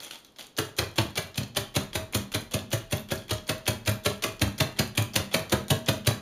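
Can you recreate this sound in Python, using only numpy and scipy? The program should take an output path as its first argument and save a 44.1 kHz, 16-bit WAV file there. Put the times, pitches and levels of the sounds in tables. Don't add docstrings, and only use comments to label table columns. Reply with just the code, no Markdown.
import sys
import numpy as np
from scipy import signal
from scipy.fft import rfft, irfft
from scipy.io import wavfile
from scipy.ndimage import uniform_filter1d

SR = 44100
rng = np.random.default_rng(int(sys.argv[2]) if len(sys.argv) > 2 else 0)


def waveform_to_disk(signal):
    frames = np.transpose(np.atleast_2d(signal))
    scaled = np.clip(frames, -1, 1) * 32767
    samples = np.round(scaled).astype(np.int16)
    wavfile.write(sys.argv[1], SR, samples)


N = 273861

# frequency in Hz, density in dB per Hz.
WIRE_SIZZLE = [(2650, -5), (4500, 6), (5080, -23), (5910, 7), (7150, 5.5), (7980, -2), (8410, 1),
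               (9240, 4.5), (10600, 5.5), (11700, 0.5), (13300, 3.5), (14800, -2), (15800, 7)]

SPAN = 11025
LEAD_MS, PEAK_MS = 12, 3.24
LANDING_MS = 2.91


def blow(s, clink_db, boom_db, thud_db, sizzle_db, spot_hz):
    # frequency in Hz, density in dB per Hz.
    drag_colour = [(120, 25), (200, 4), (621, 10), (929, 5.5), (1120, 7), (1520, -1), (1860, 1),
                   (2230, -49), (3400, -58.5), (5180, -30), (7070, -19), (7890, -50), (9470, -42.5),
                   (13200, -46.5), (15800, -60)]
    drag_db, swish_db, drag_t60 = -3.5, -12, 0.27

    contacts = rattle(LEAD_MS + PEAK_MS, 2.03, LANDING_MS, per_s=6900, spread_db=4.5)
    clink = bowl(contacts, (2300, 5200), spot_hz, ring_db=-9)
    drag = late(scrape(drag_colour, drag_t60, rise=0.001, grain_db=5.0), LEAD_MS)
    swish = late(scrape(WIRE_SIZZLE, drag_t60, rise=0.0067, grain_db=8.0), LEAD_MS)
    wires = rattle(LEAD_MS + 0.1 * PEAK_MS, 1.6, 6.84, per_s=12000, spread_db=2.5)
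    sizzle = peaked(coloured(wires, WIRE_SIZZLE))

    out = gain_of(clink_db) * (clink + gain_of(drag_db) * drag + gain_of(swish_db) * swish)
    out += gain_of(boom_db) * table_boom()
    out += gain_of(thud_db) * bowl_thud(s, spot_hz)
    out += gain_of(sizzle_db) * sizzle
    return s - LEAD_MS / 1000, out


def bowl_thud(s, spot_hz):
    # time in seconds, level in dB.
    low_band_level = [(0.5, -6.5), (1.6, 0.5), (3.2, 2.5), (4.9, -1.5), (5.4, 4), (6.1, -2.5)]
    low_db = np.interp(s, *np.transpose(low_band_level))

    bounces = rattle(LEAD_MS + PEAK_MS, 2.95, 3.25 * LANDING_MS, per_s=1400, spread_db=4.5)
    lowest = bowl(bounces, (300, 510), spot_hz, ring_db=6.5)
    low = bowl(bounces, (510, 700), spot_hz, ring_db=1.5)
    middle = bowl(bounces, (700, 2300), spot_hz, ring_db=-5.5)
    return gain_of(-1) * lowest + gain_of(low_db) * low + gain_of(0.5) * middle


def bowl(force, band, spot_hz, ring_db):
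    # mode in Hz, level in dB, 60 dB decay in seconds.
    bowl_modes = [(350, -5, .15), (397, 0, .2), (430, -2, .15), (465, -6, .1), (555, -9, .1),
                  (595, -5, .12), (638, 2, .28), (785, 0, .1), (1010, -2, .12), (1147, -2, .1),
                  (1390, -2, .12), (1680, 0, .12), (1785, -2, .1), (1990, 0, .1), (2100, -2, .08),
                  (2476, -6, .035), (2645, -3, .045), (2945, -3, .035), (3095, -3, .035), (3320, 0, .045),
                  (3700, -1, .035), (4200, 2, .05), (4600, -3, .03)]
    lo, hi = band
    clatter_colour = [(0.42 * lo, -30), (lo, -3), (0.765 * hi, 0), (hi, -5), (1.75 * hi, -30)]
    clatter = peaked(coloured(force, clatter_colour))

    modes = []
    for hz, db, t60 in bowl_modes:
        if lo < hz < hi:
            favour_db = 4.0 * np.exp(-(np.log(hz / spot_hz) / .1) ** 2)
            modes.append((hz, db + favour_db, t60))
    ringing = rung(force, modes, spot_db=3.0, detune=0.012)
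    return peaked(clatter + gain_of(ring_db) * ringing)


def table_boom():
    # frequency in Hz, level in dB, 60 dB decay in seconds.
    knock_modes = [(141, 5.5, 0.13), (198.9, 5, 0.5), (230.2, -3, 0.62), (269, 3.5, 0.21), (300, -34, 0.22)]
    boom_hz = 113.8
    boom_modes = [(boom_hz, 0, .25), (1.256 * boom_hz, -6, .12), (0.91 * boom_hz, -4, .15)]

    push = late(-signal.windows.hann(round(0.0021 * SR)), LEAD_MS + 5.22)
    boom = rung(push, boom_modes, spot_db=0.0, detune=0.055)
    knock = rung(push, knock_modes, spot_db=1.0, detune=0.027)
    return boom + gain_of(-5) * knock


def rattle(peak_ms, rise_ms, fall_ms, per_s, spread_db):
    t = 1000 * np.arange(SPAN) / SR - peak_ms
    crowd = 1 / (np.exp(-t / rise_ms) + np.exp(t / fall_ms))
    sizes = gain_of(spread_db * np.minimum(rng.exponential(1, SPAN), 3))
    signs = rng.choice([-1, 1], SPAN)
    touching = rng.random(SPAN) < per_s / SR
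    return crowd * sizes * signs * touching


def tick(s, tick_db, hz, slide_db):
    # frequency in Hz, density in dB per Hz.
    slide_colour = [(350, -10), (600, -6), (1500, -12), (2600, -9.5), (3000, -10), (3350, 3), (3750, -12),
                    (4200, -9.5), (4800, -14), (6500, -19), (9000, -23), (15800, -44)]
    slide_t60 = 0.26

    body = scrape(slide_colour, slide_t60, rise=0.0017, grain_db=3.5)
    treble = scrape(WIRE_SIZZLE, slide_t60, rise=0.00046, grain_db=7.0)
    out = gain_of(slide_db) * (body + gain_of(1) * treble)
    add(out, 0, gain_of(tick_db) * snap(hz, glide=0.608))
    return s - .001, out


def scrape(points, t60, rise, grain_db):
    t = np.arange(SPAN) / SR
    grain = gain_of(grain_db * evened(uniform_filter1d(rng.standard_normal(SPAN), size=130)))
    slips = gain_of(2.0 * evened(uniform_filter1d(rng.standard_normal(SPAN), size=600)))
    noise = evened(grain * slips * coloured(rng.standard_normal(SPAN), points))
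    return noise * (1 - np.exp(-t / rise)) * gain_of(-60 * t / t60)


def snap(hz, glide):
    t = np.arange(512) / SR
    pitch = hz * (1 + glide * np.exp(-t / 0.000756))
    phase = 2 * np.pi * np.cumsum(pitch) / SR
    rough = 1 + evened(uniform_filter1d(rng.standard_normal(len(t)), size=12))
    return peaked(rough * np.sin(phase) * t * np.exp(-t / 0.0012))


def rung(force, modes, spot_db, detune):
    t = np.arange(SPAN) / SR
    hz, db, t60 = np.transpose(modes + modes)[:, :, None]
    level_chance, pitch_chance = rng.standard_normal((2, len(hz), 1))
    decay = gain_of(db + spot_db * level_chance - 60 * t / t60)
    rings = decay * np.sin(2 * np.pi * hz * (1 + detune * pitch_chance) * t)
    return peaked(signal.fftconvolve(force, rings.sum(0))[:SPAN])


def kitchen():
    # frequency in Hz, 60 dB decay in seconds.
    room_decay = [(80, 0.28), (250, 0.39), (600, 0.31), (1500, 0.37), (4000, 0.33), (10000, 0.24)]
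    taps = np.zeros(SPAN)
    at = np.arange(130, SPAN - 20, 20)
    taps[at + rng.integers(0, 20, len(at))] = rng.choice([-1., 1.], len(at))
    hz, t, z = signal.stft(taps, SR, nperseg=256)
    fade = gain_of(-60 * t / read(room_decay, hz)[:, None])
    tail = signal.istft(z * fade, SR, nperseg=256)[1]
    return tail / np.linalg.norm(tail)


def background():
    # frequency in Hz, density in dB per Hz.
    hush_colour = [(60, -6), (300, 0), (700, -8), (2000, -22), (3800, -16), (6000, -27), (15800, -33)]
    # time in seconds, level in dB.
    rumble_level = [(0.0, -82), (0.45, -85), (0.85, -67), (1.9, -55.5), (6.21, -62)]
    rumble_colour = [(18, -42), (28, 7), (40, 10), (55, -10), (120, -2), (170, -12), (260, -60)]

    s, db = np.transpose(rumble_level)
    rumble_db = np.interp(np.arange(N) / SR, s, db)
    rumble = evened(coloured(rng.standard_normal(N), rumble_colour))
    hush = evened(coloured(rng.standard_normal(N), hush_colour))
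    return gain_of(-61) * hush + gain_of(rumble_db) * rumble


def gain_of(db):
    return 10 ** (np.asarray(db) / 20)


def evened(x):
    return x / np.sqrt(np.mean(x ** 2) + 1e-20)


def peaked(x):
    return x / np.sqrt(uniform_filter1d(x ** 2, size=176).max() + 1e-20)


def read(points, hz):
    f, value = np.transpose(points)
    return np.interp(np.log(hz + 1), np.log(f + 1), value)


def coloured(x, points):
    gains = gain_of(read(points, np.fft.rfftfreq(len(x), 1 / SR)))
    return irfft(rfft(x) * gains, len(x))


def late(x, ms):
    return np.append(np.zeros(round(ms * SR / 1000)), x)[:SPAN]


def add(mix, s, sound):
    part = mix[round(s * SR):][:len(sound)]
    part += sound[:len(part)]


def scene():
    # time in seconds, clink in dB, table boom in dB, thud of the
    # bowl's lower modes in dB, wire sizzle in dB, pitch favoured by the spot struck in Hz.
    landings = [(0.5852, -24, -59, -28.5, -25, 920), (0.7865, -20.5, -43, -29.5, -23, 2700),
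                (0.9825, -20, -29.5, -27, -27.5, 970), (1.1757, -25, -39, -35, -25.5, 3270),
                (1.377, -26, -23.5, -41, -25, 4260), (1.5685, -23.5, -27.5, -34, -23, 3750),
                (1.7614, -24.5, -21.5, -30.5, -24, 1390), (1.9531, -26.5, -29.5, -34, -27.5, 4200),
                (2.1467, -24.5, -22, -32.5, -22.5, 2090), (2.3451, -26, -24, -34.5, -26.5, 4160),
                (2.5393, -27, -21.5, -36, -25.5, 4160), (2.7297, -27.5, -28, -32, -25, 3680),
                (2.9241, -28.5, -21.5, -33, -25.5, 4270), (3.1139, -31.5, -24, -31, -30, 3530),
                (3.3088, -26, -28.5, -34.5, -26.5, 3300), (3.4922, -25, -30, -32, -25, 2900),
                (3.678, -23.5, -24.5, -33, -20.5, 3310), (3.8752, -23.5, -19.5, -30, -25.5, 3440),
                (4.059, -22.5, -23.5, -26.5, -25, 3370), (4.2375, -23, -35, -33, -25, 3340),
                (4.4166, -21, -18, -28, -24.5, 3480), (4.6034, -20.5, -19.5, -31, -24.5, 2020),
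                (4.791, -22.5, -18, -30, -21, 4350), (4.9756, -20.5, -21, -35, -22.5, 3550),
                (5.1585, -19, -24.5, -32.5, -18.5, 2690), (5.3412, -19, -26, -30, -22.5, 3470),
                (5.5225, -24, -21, -26.5, -21.5, 4240), (5.704, -21.5, -18, -29, -20, 1040),
                (5.8854, -21.5, -18, -26.5, -22.5, 4200), (6.07, -20.5, -19.5, -29, -18.5, 4200)]
    # time in seconds, tick in dB, pitch in Hz, slide in dB.
    wire_touches = [(0.003, -39.5, 3860, -40), (0.04, -56, 2670, -41.5), (0.11, -34.5, 2780, -42),
                    (0.122, -46, 3100, -57), (0.157, -45, 3250, -59), (0.248, -52, 3800, -57.5),
                    (0.362, -50, 3700, -59), (0.386, -45, 3740, -40.5), (0.41, -36.5, 3440, -57),
                    (0.567, -39, 4280, -44), (0.577, -43, 3300, -39), (0.767, -62, 2110, -41.5),
                    (0.959, -49, 3730, -37.5), (1.156, -35, 3810, -34.5), (1.345, -42, 3750, -47),
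                    (1.358, -38, 2840, -48), (1.549, -45, 4910, -46), (1.561, -33, 2620, -36),
                    (1.742, -56, 1890, -41), (1.753, -33, 2680, -38), (1.931, -40, 2760, -40),
                    (2.126, -49, 2180, -41), (2.135, -31.5, 2050, -40.5), (2.319, -40, 2460, -37.5),
                    (2.34, -30, 3030, -46), (2.512, -48, 2770, -38), (2.519, -50, 4460, -44),
                    (2.705, -61, 3450, -44.5), (2.717, -33, 2750, -35.5), (2.899, -57, 3800, -47),
                    (2.912, -44, 1820, -40), (3.088, -50, 3300, -46.5), (3.106, -37, 2600, -33.5),
                    (3.281, -58, 3020, -47), (3.293, -40, 2310, -36), (3.469, -47, 4630, -41),
                    (3.657, -40.5, 3600, -47), (3.667, -27.5, 2540, -43), (3.852, -45, 4300, -47),
                    (3.86, -39, 2640, -42), (4.035, -52, 3400, -50), (4.048, -43, 3550, -33.5),
                    (4.223, -36, 3750, -34.5), (4.396, -41, 4360, -47.5), (4.58, -40, 4450, -35.5),
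                    (4.765, -47, 1840, -47.5), (4.952, -47, 3780, -44.5), (5.136, -38, 4220, -39),
                    (5.314, -53, 2440, -40.5), (5.497, -39, 4320, -40.5), (5.683, -42, 3620, -41),
                    (5.862, -37, 5100, -41), (6.048, -41, 2870, -47), (6.061, -35, 2680, -56)]
    # start in seconds, level in dB, pitch in Hz.
    late_taps = [(1.432, -35, 4200), (1.435, -41, 6400), (2.589, -36, 3440), (2.970, -37, 12400),
                 (2.980, -35.5, 3470), (2.995, -43, 11700), (3.005, -46, 12600), (3.177, -40.5, 4300),
                 (3.22, -47, 3130), (3.370, -47, 6300), (3.381, -42, 3260), (3.919, -39, 12800),
                 (3.937, -45, 12000), (3.955, -46, 12700)]

    contacts = [blow(*row) for row in landings]
    contacts += [tick(*row) for row in wire_touches]
    contacts += [(s, gain_of(db) * snap(hz, glide=0.16)) for s, db, hz in late_taps]

    spots = np.zeros((6, N))
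    for k, (s, sound) in enumerate(contacts):
        add(spots[k % len(spots)], s, sound)
    mix = np.zeros(N)
    for spot in spots:
        echoes = signal.oaconvolve(spot, kitchen())[:N]
        mix += spot + gain_of(-6) * echoes
    mix = signal.sosfilt(signal.butter(5, 86, "high", fs=SR, output="sos"), mix)
    return (mix + background())[None]


def record(dry):
    # centre in Hz, width in Hz.
    dead_spots = [(7850, 340), (8070, 460), (11700, 570)]
    out = dry
    for hz, width_hz in dead_spots:
        out = signal.lfilter(*signal.iirnotch(hz, hz / width_hz, SR), out)
    out = signal.sosfilt(signal.cheby2(8, 40, 15850, fs=SR, output="sos"), out)
    band_limit = signal.firwin(511, 16400, window=("kaiser", 9), fs=SR)
    return signal.oaconvolve(out, band_limit[None], "same")


dry = scene()
out = record(dry)
waveform_to_disk(out)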